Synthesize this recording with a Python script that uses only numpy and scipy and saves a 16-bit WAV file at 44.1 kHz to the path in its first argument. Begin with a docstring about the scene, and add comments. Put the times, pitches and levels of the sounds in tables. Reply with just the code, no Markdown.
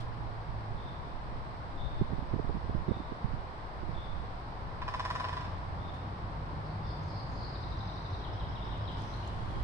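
"""A woodpecker drums one quickening roll on a street lamp's metal head among bare trees.
Each blow rings the head's modes and rattles its housing; ground, trees and house fronts reflect it.
A finch repeats a burry call, then sings buzzes and falling trills, all short whistled sweeps.
Distant tyres and engines hum; gusts buffet the microphone ports and eddies thump on the right one.
A brief hiss dies away at the start; near the end something rustles close by, over faint mic hiss."""
import sys
import numpy as np
from scipy import signal
from scipy.fft import rfft, irfft, next_fast_len
from scipy.io import wavfile

SR = 44100
rng = np.random.default_rng(int(sys.argv[2]) if len(sys.argv) > 2 else 0)


def inscribe(sig):
    """Save sig as 16-bit PCM at rate SR to the path in sys.argv[1].

    A 1-D sig is mono; a 2-D sig holds one channel per row.
    Samples are clipped to [-1, 1] before scaling.
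    """
    pcm = np.round(np.clip(np.atleast_2d(sig).T, -1, 1) * 32767)
    wavfile.write(sys.argv[1], SR, pcm.astype(np.int16))


N = 424683

# lamp head modes (frequency [Hz], level [dB], t60 [s])
LAMP_MODES = [(660, -9, .026), (795, -16.5, .05), (1011, -0.8, .068), (1150, -10, .045), (1300, -13.5, .04),
              (1495, -9.5, .016), (1640, -13, .045), (1812, -15, .036), (2025, -15.5, .027),
              (2462, -15, .021), (3385, -16.5, .024), (3720, -17.5, .02), (4450, -19, .01),
              (5030, -25, .022), (5220, -15, .025), (8950, -39, .015)]
# the housing's many weak modes (frequency [Hz], density [dB])
CLATTER_SPECTRUM = [(500, -23), (1000, -15), (1800, -3), (2700, -4.5), (5200, -8), (6300, -20.5),
                    (9000, -24.5), (11500, -40), (15500, -57)]
# dry snap of the beak tip (frequency [Hz], density [dB])
SNAP_SPECTRUM = [(2500, 2), (5000, 8), (8000, -16), (11000, -16), (15000, -35)]
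# the roll, quickening and tiring (time [s], strength [dB], hardness [dB])
BLOWS = [(4.8175, -4, -5), (4.8793, 0, -2), (4.9385, 0, -1), (4.995, 1, 0.5), (5.0506, 0.5, 4),
         (5.1023, 1.5, 2), (5.1516, 0, 1), (5.1979, -0.3, 1.5), (5.2422, -0.5, -1), (5.2849, -2.5, -0.5),
         (5.329, -5, 2), (5.368, -3, -2), (5.407, -8.5, 1), (5.4441, -11, 1)]
# treble lift per dB of hardness (frequency [Hz], share [0..1])
HARDNESS_SHARE = [(4500, 0.05), (7000, 0.9)]
# reflections of a blow, ground first (delay [s], level [dB])
REFLECTIONS = [(.00614, 0), (.0098, -14), (.01555, -7.5)]

# finch calls (time [s], level [dB], centre [Hz])
CALLS = [(.78, -54, 3580), (1.773, -49.5, 3635), (2.88, -55, 3650), (3.94, -51.5, 3560),
         (5.79, -53.5, 3580), (6.83, -56, 3550)]
# song buzzes (start [s], length [s], centre [Hz], level [dB])
BUZZES = [(6.622, 0.085, 4410, -58.5), (6.826, 0.095, 4710, -52), (7.012, 0.055, 5950, -64),
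          (7.079, 0.12, 4500, -49.5), (7.272, 0.059, 6200, -66), (7.349, 0.135, 4480, -47.5),
          (8.977, 0.13, 5500, -58.5)]
# notes of each trill's syllable (delay [s], from [Hz], to [Hz], length [s], level [dB])
FAST_SYLLABLE = [(0, 5150, 4600, .008, -53), (.007, 4400, 3400, .019, -47.5),
                 (.065, 6050, 5300, .008, -59.5)]
SLOW_SYLLABLE = [(0, 3100, 3400, .028, -55.5), (.037, 4300, 2600, .032, -48), (.131, 4650, 5650, .016, -55)]
# trills (start [s], period [s], syllables [count])
FAST_TRILL, SLOW_TRILL = (7.537, .0836, 8), (8.193, .1595, 5)
# closing upslurs (time [s], centre [Hz], level [dB])
SLURS = [(8.61, 3540, -50), (8.66, 3600, -51.5), (8.92, 4960, -58), (9.122, 4010, -50), (9.224, 3040, -52),
         (9.54, 3140, -57)]

# tyre roar and exhaust rumble (frequency [Hz], density [dB])
TYRE_SPECTRUM = [(100, -22), (250, -6.5), (450, -4.5), (700, -0.5), (1050, 1.5), (1400, -6), (2000, -13),
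                 (2700, -21), (4000, -21), (5300, -27), (6400, -40.5), (9000, -59), (15000, -60.5)]
RUMBLE_SPECTRUM = [(20, -19.5), (35, -8.5), (50, 4.5), (75, -2), (120, -2), (165, -5), (220, -13.5),
                   (350, -16.5), (600, -29)]
# tyre roar balance (frequency [Hz], left minus right [dB])
TYRE_BALANCE = [(500, 1.5), (1200, 1), (2000, -2.5), (2500, -5), (3300, -3.5), (4500, 8), (5400, 5),
                (6200, -5)]
# left-right likeness of traffic (frequency [Hz], correlation [-1..1])
TRAFFIC_CORRELATION = [(30, 0.99), (150, 0.95), (300, 0.94), (500, 0.55), (800, 0.36), (1250, -0.5),
                       (2000, 0.061), (3400, -0.038), (6000, -0.0056)]
# nearer engines (start [s], length [s], from [Hz], to [Hz], level [dB])
ENGINE_NOTES = [(-.35, 1.38, 121, 101.4, -42), (4.699, 1.54, 102.1, 81.16, -43),
                (6.2, 0.993, 156.1, 146.1, -45), (8.7, 0.57, 108.1, 88.4, -41.5)]

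# wind on the ports (frequency [Hz], density [dB])
BUFFET_SPECTRUM = [(15, 7.5), (30, -4), (60, -2.5), (110, -9), (220, -19), (450, -32.5), (900, -63.5)]
# gusts (start [s], length [s], left [dB], right [dB])
GUSTS = [(0, 0.97, -50, -37.5), (1.2, 0.18, -47, -38), (1.746, 0.18, -38.5, -44),
         (2.005, 0.79, -48.5, -32.5), (3.226, 0.088, -50, -35.5), (3.93, 0.21, -49, -35),
         (4.64, 0.24, -39.5, -47), (5.6, 0.26, -50, -47), (9.497, .3, -47, -33.5)]
# hardest eddies, right port (time [s], peak [dB], upper edge [Hz])
HARD_EDDIES = [(2.007, -15, 392), (2.118, -20, 414), (2.175, -22, 260), (2.213, -25.5, 330),
               (2.331, -16.5, 368), (2.351, -25, 380), (2.386, -19, 480), (2.436, -25, 400),
               (2.489, -23, 650), (2.555, -26, 300), (2.685, -20, 400), (2.739, -17, 378),
               (2.878, -15, 400), (2.904, -13.5, 520), (2.958, -25.5, 350), (2.993, -24, 430),
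               (3.114, -26.5, 520), (3.239, -18.5, 170), (3.33, -22.5, 190), (3.824, -24, 405),
               (3.883, -25, 350)]

# close rustle and its ticks (frequency [Hz], density [dB])
RUSTLE_SPECTRUM = [(2000, 4), (3300, 19.5), (5500, 5.5), (7000, 0), (10000, -3.5), (13000, -19),
                   (15500, -21)]
TICK_SPECTRUM = [(3000, -14), (5000, -6), (6400, 11), (8000, -3), (10500, -7), (13000, -23), (15500, -26)]
# first row: brief hiss at the very start; later rows: brushes (time [s], level [dB])
HISS_AND_BRUSHES = [(0, -51), (1.22, -76), (5.935, -57), (8.912, -59), (9.0, -79), (9.25, -68)]
# small ticks in the rustle (time [s], level [dB])
TICKS = [(8.777, -58), (9.02, -52), (9.275, -46)]
# microphone self-noise (frequency [Hz], density [dB])
HISS_SPECTRUM = [(3000, 5), (5600, 3.5), (6700, -17), (7400, 1), (8100, 7), (9500, -3.5), (12000, -15),
                 (15500, -20)]


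def beak_blow(housing, hardness_db, ring_db=-29, clatter_db=-43, clatter_t60_s=.061, repeat_share=.24,
              snap_db=-51, snap_t60_s=.03, contact_s=.00046, detune_share=.0035, vary_db=.7):
    """One knock: ringing modes, housing clatter, beak snap. Harder contact lifts the treble."""
    t = np.arange(len(housing)) / SR
    hz, mode_db, t60_s = np.transpose(LAMP_MODES)[:, :, None]
    signs = (-1) ** np.arange(len(hz))[:, None]
    # grip and beak load the sheet differently on each blow
    detune = 1 + detune_share * rng.standard_normal(hz.shape)
    modes = signs * np.sin(2 * np.pi * hz * detune * t) * from_db(mode_db - 60 * t / t60_s)
    ring = from_db(ring_db + vary_db * rng.standard_normal(len(hz))) @ modes
    fresh = noise(CLATTER_SPECTRUM, len(t))[0]
    clatter = np.sqrt(repeat_share) * housing + np.sqrt(1 - repeat_share) * fresh
    clatter *= from_db(clatter_db - 60 * t / clatter_t60_s)
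    snap = noise(SNAP_SPECTRUM, len(t))[0] * from_db(snap_db - 60 * t / snap_t60_s)
    blow = (ring + clatter) * np.minimum(t / contact_s, 1) + snap
    tilt = from_db(hardness_db * at_hz(HARDNESS_SHARE, bin_hz(len(t))))
    return irfft(rfft(blow) * tilt)[:len(t) // 2]


def woodpecker(ground_hz=9000, tail_db=-4.5, twigs_db=-1, twigs_hz=6300, lag_s=.0001, shade_hz=4200):
    """Blows on one spot, so much alike; the street reflects them, thin twigs scatter the treble."""
    housing = noise(CLATTER_SPECTRUM, SR // 4)[0]
    lamp = np.zeros(N)
    for s, db, hardness_db in BLOWS:
        add(lamp, s, from_db(db) * beak_blow(housing, hardness_db))
    reflected = sum(from_db(db) * delayed(lamp, s) for s, db in REFLECTIONS)
    near = lamp + low_pass(reflected, ground_hz, order=1)
    tail = from_db(tail_db) * scatter(near, t60_s=.83, top_hz=5500, build_s=.036)
    treble = signal.sosfilt(signal.butter(2, twigs_hz, "high", fs=SR, output="sos"), near)
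    twigs = from_db(twigs_db) * scatter(treble, t60_s=.53, top_hz=12000, build_s=.0034)
    # lamp slightly to the right: left is later and duller
    left = low_pass(delayed(near, lag_s), shade_hz, order=1)
    return np.array([left, near]) + tail + twigs


def finch_calls(gap_s=.0195, fall_hz=520, climb_hz=6, level_db=-5.5, pulses=6):
    """Each burry call is a quick, uneven run of falling pulses that swells in and climbs slightly."""
    voice = np.zeros(N)
    for s, db, hz in CALLS:
        for k in range(pulses):
            late_share, vary_db = rng.standard_normal(2) * [.16, 1.5]
            centre_hz = hz + climb_hz * (k - pulses // 2)
            gain = from_db(level_db + db + vary_db) * swell(k, notes=.7)
            pulse = glide(centre_hz + fall_hz / 2, centre_hz - fall_hz / 2, length_s=.014)
            add(voice, s + gap_s * (k + late_share), gain * pulse)
    return through_trees(voice, branches_db=0, echo_db=3, echo_t60_s=1.35, left_db=2.5)


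def finch_song(buzz_db=-6, fast_db=-7.3, slow_db=-8, slur_db=-7, buzz_gap_s=.0192, jitter_s=.002):
    """Buzzes of rising pulses, a fast and a slow trill, closing upslurs."""
    voice = np.zeros(N)

    def sing(s, from_hz, to_hz, length_s, db, gain=1):
        gain *= from_db(db + 1.5 * rng.standard_normal())
        add(voice, s, gain * glide(from_hz, to_hz, length_s))

    def upslur(s, hz, db, rise_share, length_s, gain=1):
        sing(s, hz * (1 - rise_share / 2), hz * (1 + rise_share / 2), length_s, db, gain)

    def trill(start_s, period_s, count, syllable, level_db, swells):
        for k in range(count):
            gain = swell(k, notes=.78) if swells else 1
            for delay_s, from_hz, to_hz, length_s, db in syllable:
                sing(start_s + k * period_s + delay_s, from_hz, to_hz, length_s, level_db + db, gain)

    for start_s, length_s, hz, db in BUZZES:
        for k, s in enumerate(np.arange(start_s, start_s + length_s, buzz_gap_s)):
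            centre_hz = hz * (1 + .067 * (1 - (s - start_s) / length_s) ** 2)  # starts high, settles
            onset_s = s + jitter_s * rng.standard_normal()
            upslur(onset_s, centre_hz, buzz_db + db, rise_share=.3, length_s=.011, gain=swell(k, 2))
    trill(*FAST_TRILL, FAST_SYLLABLE, fast_db, swells=True)
    trill(*SLOW_TRILL, SLOW_SYLLABLE, slow_db, swells=False)
    for s, hz, db in SLURS:
        upslur(s, hz, slur_db + db, rise_share=.158, length_s=.0259)
    return through_trees(voice, branches_db=2.5, echo_db=7.5, echo_t60_s=.95, left_db=2.3)


def through_trees(voice, branches_db, echo_db, echo_t60_s, left_db, wall_s=.042, wall_db=-13):
    """Branches blur a far bird's notes, a house front repeats them, the street adds a long echo."""
    blur = from_db(branches_db) * scatter(voice, t60_s=.11, top_hz=12000, build_s=.0011)
    wall = from_db(wall_db) * delayed(voice, wall_s)
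    echo = from_db(echo_db) * scatter(voice, t60_s=echo_t60_s, top_hz=12000, build_s=.015)
    return (voice + blur + wall + echo) * from_db([[left_db], [-left_db]])


def tyres(start_db=-46, growth_db_per_s=.1848):
    """Distant tyre roar, slowly growing, coloured differently on each side."""
    t = np.arange(N) / SR
    padded = next_fast_len(N)
    balance = from_db(at_hz(TYRE_BALANCE, bin_hz(padded)) * [[.5], [-.5]])
    roar = noise(TYRE_SPECTRUM, correlation=TRAFFIC_CORRELATION)
    roar = irfft(rfft(roar, padded) * balance, padded)[:, :N]
    return from_db(start_db + growth_db_per_s * t) * roar


def engines(approach_start_s=4.1, approach_s=2.2, drone_hz=100.5, drone_width_hz=20, waver_db=2):
    """Exhaust rumble and blurred drone of engines drawing near; a few stand out as sinking notes."""
    t = np.arange(N) / SR
    nearness = np.clip((t - approach_start_s) / approach_s, 0, 1)
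    rumble_db = -46 + 5.5 * nearness
    drone_db = -56.5 + 12 * nearness ** 4
    rumble = from_db(rumble_db) * noise(RUMBLE_SPECTRUM, correlation=TRAFFIC_CORRELATION)
    phase = 2 * np.pi * drone_hz * t
    drone = unit_rms(drift(drone_width_hz) * np.sin(phase) + drift(drone_width_hz) * np.cos(phase))
    notes = np.zeros(N)
    for s, length_s, from_hz, to_hz, db in ENGINE_NOTES:
        add(notes, s, from_db(db) * glide(from_hz, to_hz, length_s))
    return rumble + from_db(drone_db) * drone + notes * from_db(waver_db * drift(rate_hz=11))


def gust_strength(rise_s=.12, fall_s=.11, calm_db=-48.5):
    """Wind gain per port: gusts rise, hold and die away over light air."""
    t = np.arange(N) / SR
    power = np.full((2, N), from_db(calm_db) ** 2)
    for start_s, length_s, left_db, right_db in GUSTS:
        before_s, after_s = np.maximum(start_s - t, 0), np.maximum(t - start_s - length_s, 0)
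        shape = np.exp(-before_s / rise_s - after_s / fall_s)
        power += (from_db([[left_db], [right_db]]) * shape) ** 2
    return np.sqrt(power)


def eddies(strength, max_per_s=12, length_s=.0188, dull_hz=190, small_top_hz=330, spread_db=4):
    """Dull puffs of turbulence: hard timed ones, and small ones denser and louder in strong gusts."""
    births = np.flatnonzero(rng.random(N) < max_per_s / SR * (strength / strength.max()) ** 5)
    peaks_db = 20 * np.log10(strength[births]) + 3 + spread_db * rng.standard_normal(len(births))
    small = [(i / SR, db, small_top_hz) for i, db in zip(births, peaks_db)]
    t = np.arange(SR // 10) / SR
    thumps = np.zeros(N)
    for s, db, top_hz in HARD_EDDIES + small:
        swirl = rng.standard_normal(len(t)) * np.sin(np.pi * np.minimum(t / length_s, 1))
        puff = low_pass(low_pass(swirl, dull_hz, order=1), top_hz, order=4)
        add(thumps, s, from_db(db) * puff / np.abs(puff).max())
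    return thumps


def wind(lumpy_db=3.5):
    """Each microphone port has its own lumpy rumble; eddies hit the right one."""
    strength = gust_strength()
    buffet = [unit_rms(side * from_db(lumpy_db * drift(rate_hz=7))) for side in noise(BUFFET_SPECTRUM)]
    ports = strength * buffet
    ports[1] += eddies(strength[1])
    return ports


def opening_hiss_and_rustle(rub_start_s=8.97, rub_db=-61.5, grain_db=1, attack_s=.0067, fade_t60_s=.18,
                            tick_trim_db=-8, tick_t60_s=.026):
    """A brief hiss dies away at the very start; later come brushes, then grainy rubbing and ticks."""
    level = from_db(rub_db) * (np.arange(N) / SR > rub_start_s)
    t = np.arange(SR // 2) / SR
    for s, db in HISS_AND_BRUSHES:
        add(level, s, from_db(db - 60 * t / fade_t60_s) * np.minimum(t / attack_s, 1))
    ticks = np.zeros(N)
    for s, db in TICKS:
        add(ticks, s, from_db(db + tick_trim_db - 60 * t / tick_t60_s))
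    grain = from_db(grain_db * drift(rate_hz=45))
    return level * grain * noise(RUSTLE_SPECTRUM) + ticks * noise(TICK_SPECTRUM)


def microphone_hiss(left_db=-74, right_db=-87):
    """Steady self-noise, louder on the left."""
    return noise(HISS_SPECTRUM) * from_db([[left_db], [right_db]])


def scatter(x, t60_s, top_hz, build_s):
    """Diffuse tail from trees and house fronts, different on each side."""
    t = np.arange(2 * SR) / SR
    tail = rng.standard_normal((2, len(t))) * from_db(-60 * t / t60_s) * (1 - np.exp(-t / build_s))
    tail = low_pass(tail / np.sqrt(np.sum(tail ** 2) / 2), top_hz, order=1)
    return signal.fftconvolve(x[None], tail, axes=1)[:, :N]


def glide(from_hz, to_hz, length_s, detune_share=.015):
    """Sine sweep with soft ends, randomly detuned."""
    size = max(int(length_s * SR), 8)
    hz = np.linspace(from_hz, to_hz, size) * (1 + detune_share * rng.standard_normal())
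    return np.sin(2 * np.pi * np.cumsum(hz) / SR) * signal.windows.tukey(size, .5)


def swell(k, notes):
    """Gain of note k in a run that swells in."""
    return 1 - np.exp(-(k + 1) / notes)


def noise(spectrum, size=N, correlation=None):
    """Coloured stereo noise, rms 1, rolling off past the table's ends."""
    padded = next_fast_len(size)
    hz = bin_hz(padded) + 1
    mid, side = rfft(rng.standard_normal((2, padded)))
    alike = np.clip(at_hz(correlation, hz), -1, 1) if correlation else 0
    skirts = np.minimum(1, hz / spectrum[0][0]) ** 2 * np.minimum(1, spectrum[-1][0] / hz) ** 2
    stereo = np.sqrt(1 + alike) * mid + np.sqrt(1 - alike) * side * [[1], [-1]]
    return unit_rms(irfft(stereo * skirts * from_db(at_hz(spectrum, hz)), padded)[:, :size])


def drift(rate_hz):
    """Smooth random wander, rms 1."""
    knots = rng.standard_normal(4000)
    return unit_rms(np.interp(np.arange(N) / SR * 2 * rate_hz, np.arange(len(knots)), knots))


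def from_db(db):
    return 10 ** (np.asarray(db) / 20)


def unit_rms(x):
    return x / np.sqrt(np.mean(x ** 2) + 1e-20)


def bin_hz(size):
    return np.arange(size // 2 + 1) * SR / size


def at_hz(points, hz):
    """Interpolate a table over log frequency."""
    knots_hz, values = np.transpose(points)
    return np.interp(np.log(np.maximum(hz, 1)), np.log(knots_hz), values)


def add(track, s, sound):
    """Mix in at time s, which may be negative."""
    i = int(s * SR)
    sound, i = sound[max(-i, 0):], max(i, 0)
    track[i:i + len(sound)] += sound[:max(N - i, 0)]


def delayed(x, s):
    return np.interp(np.arange(N) - s * SR, np.arange(N), x, left=0)


def low_pass(x, hz, order):
    return signal.sosfilt(signal.butter(order, hz, fs=SR, output="sos"), x)


def scene():
    """All sources at the two microphones."""
    birds = woodpecker() + finch_calls() + finch_song()
    return birds + tyres() + engines() + opening_hiss_and_rustle() + microphone_hiss() + wind()


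def record(dry, cutoff_hz=15700):
    """Steep low-pass."""
    return signal.sosfilt(signal.ellip(10, .1, 80, cutoff_hz, fs=SR, output="sos"), dry)


dry = scene()
out = record(dry)
inscribe(out)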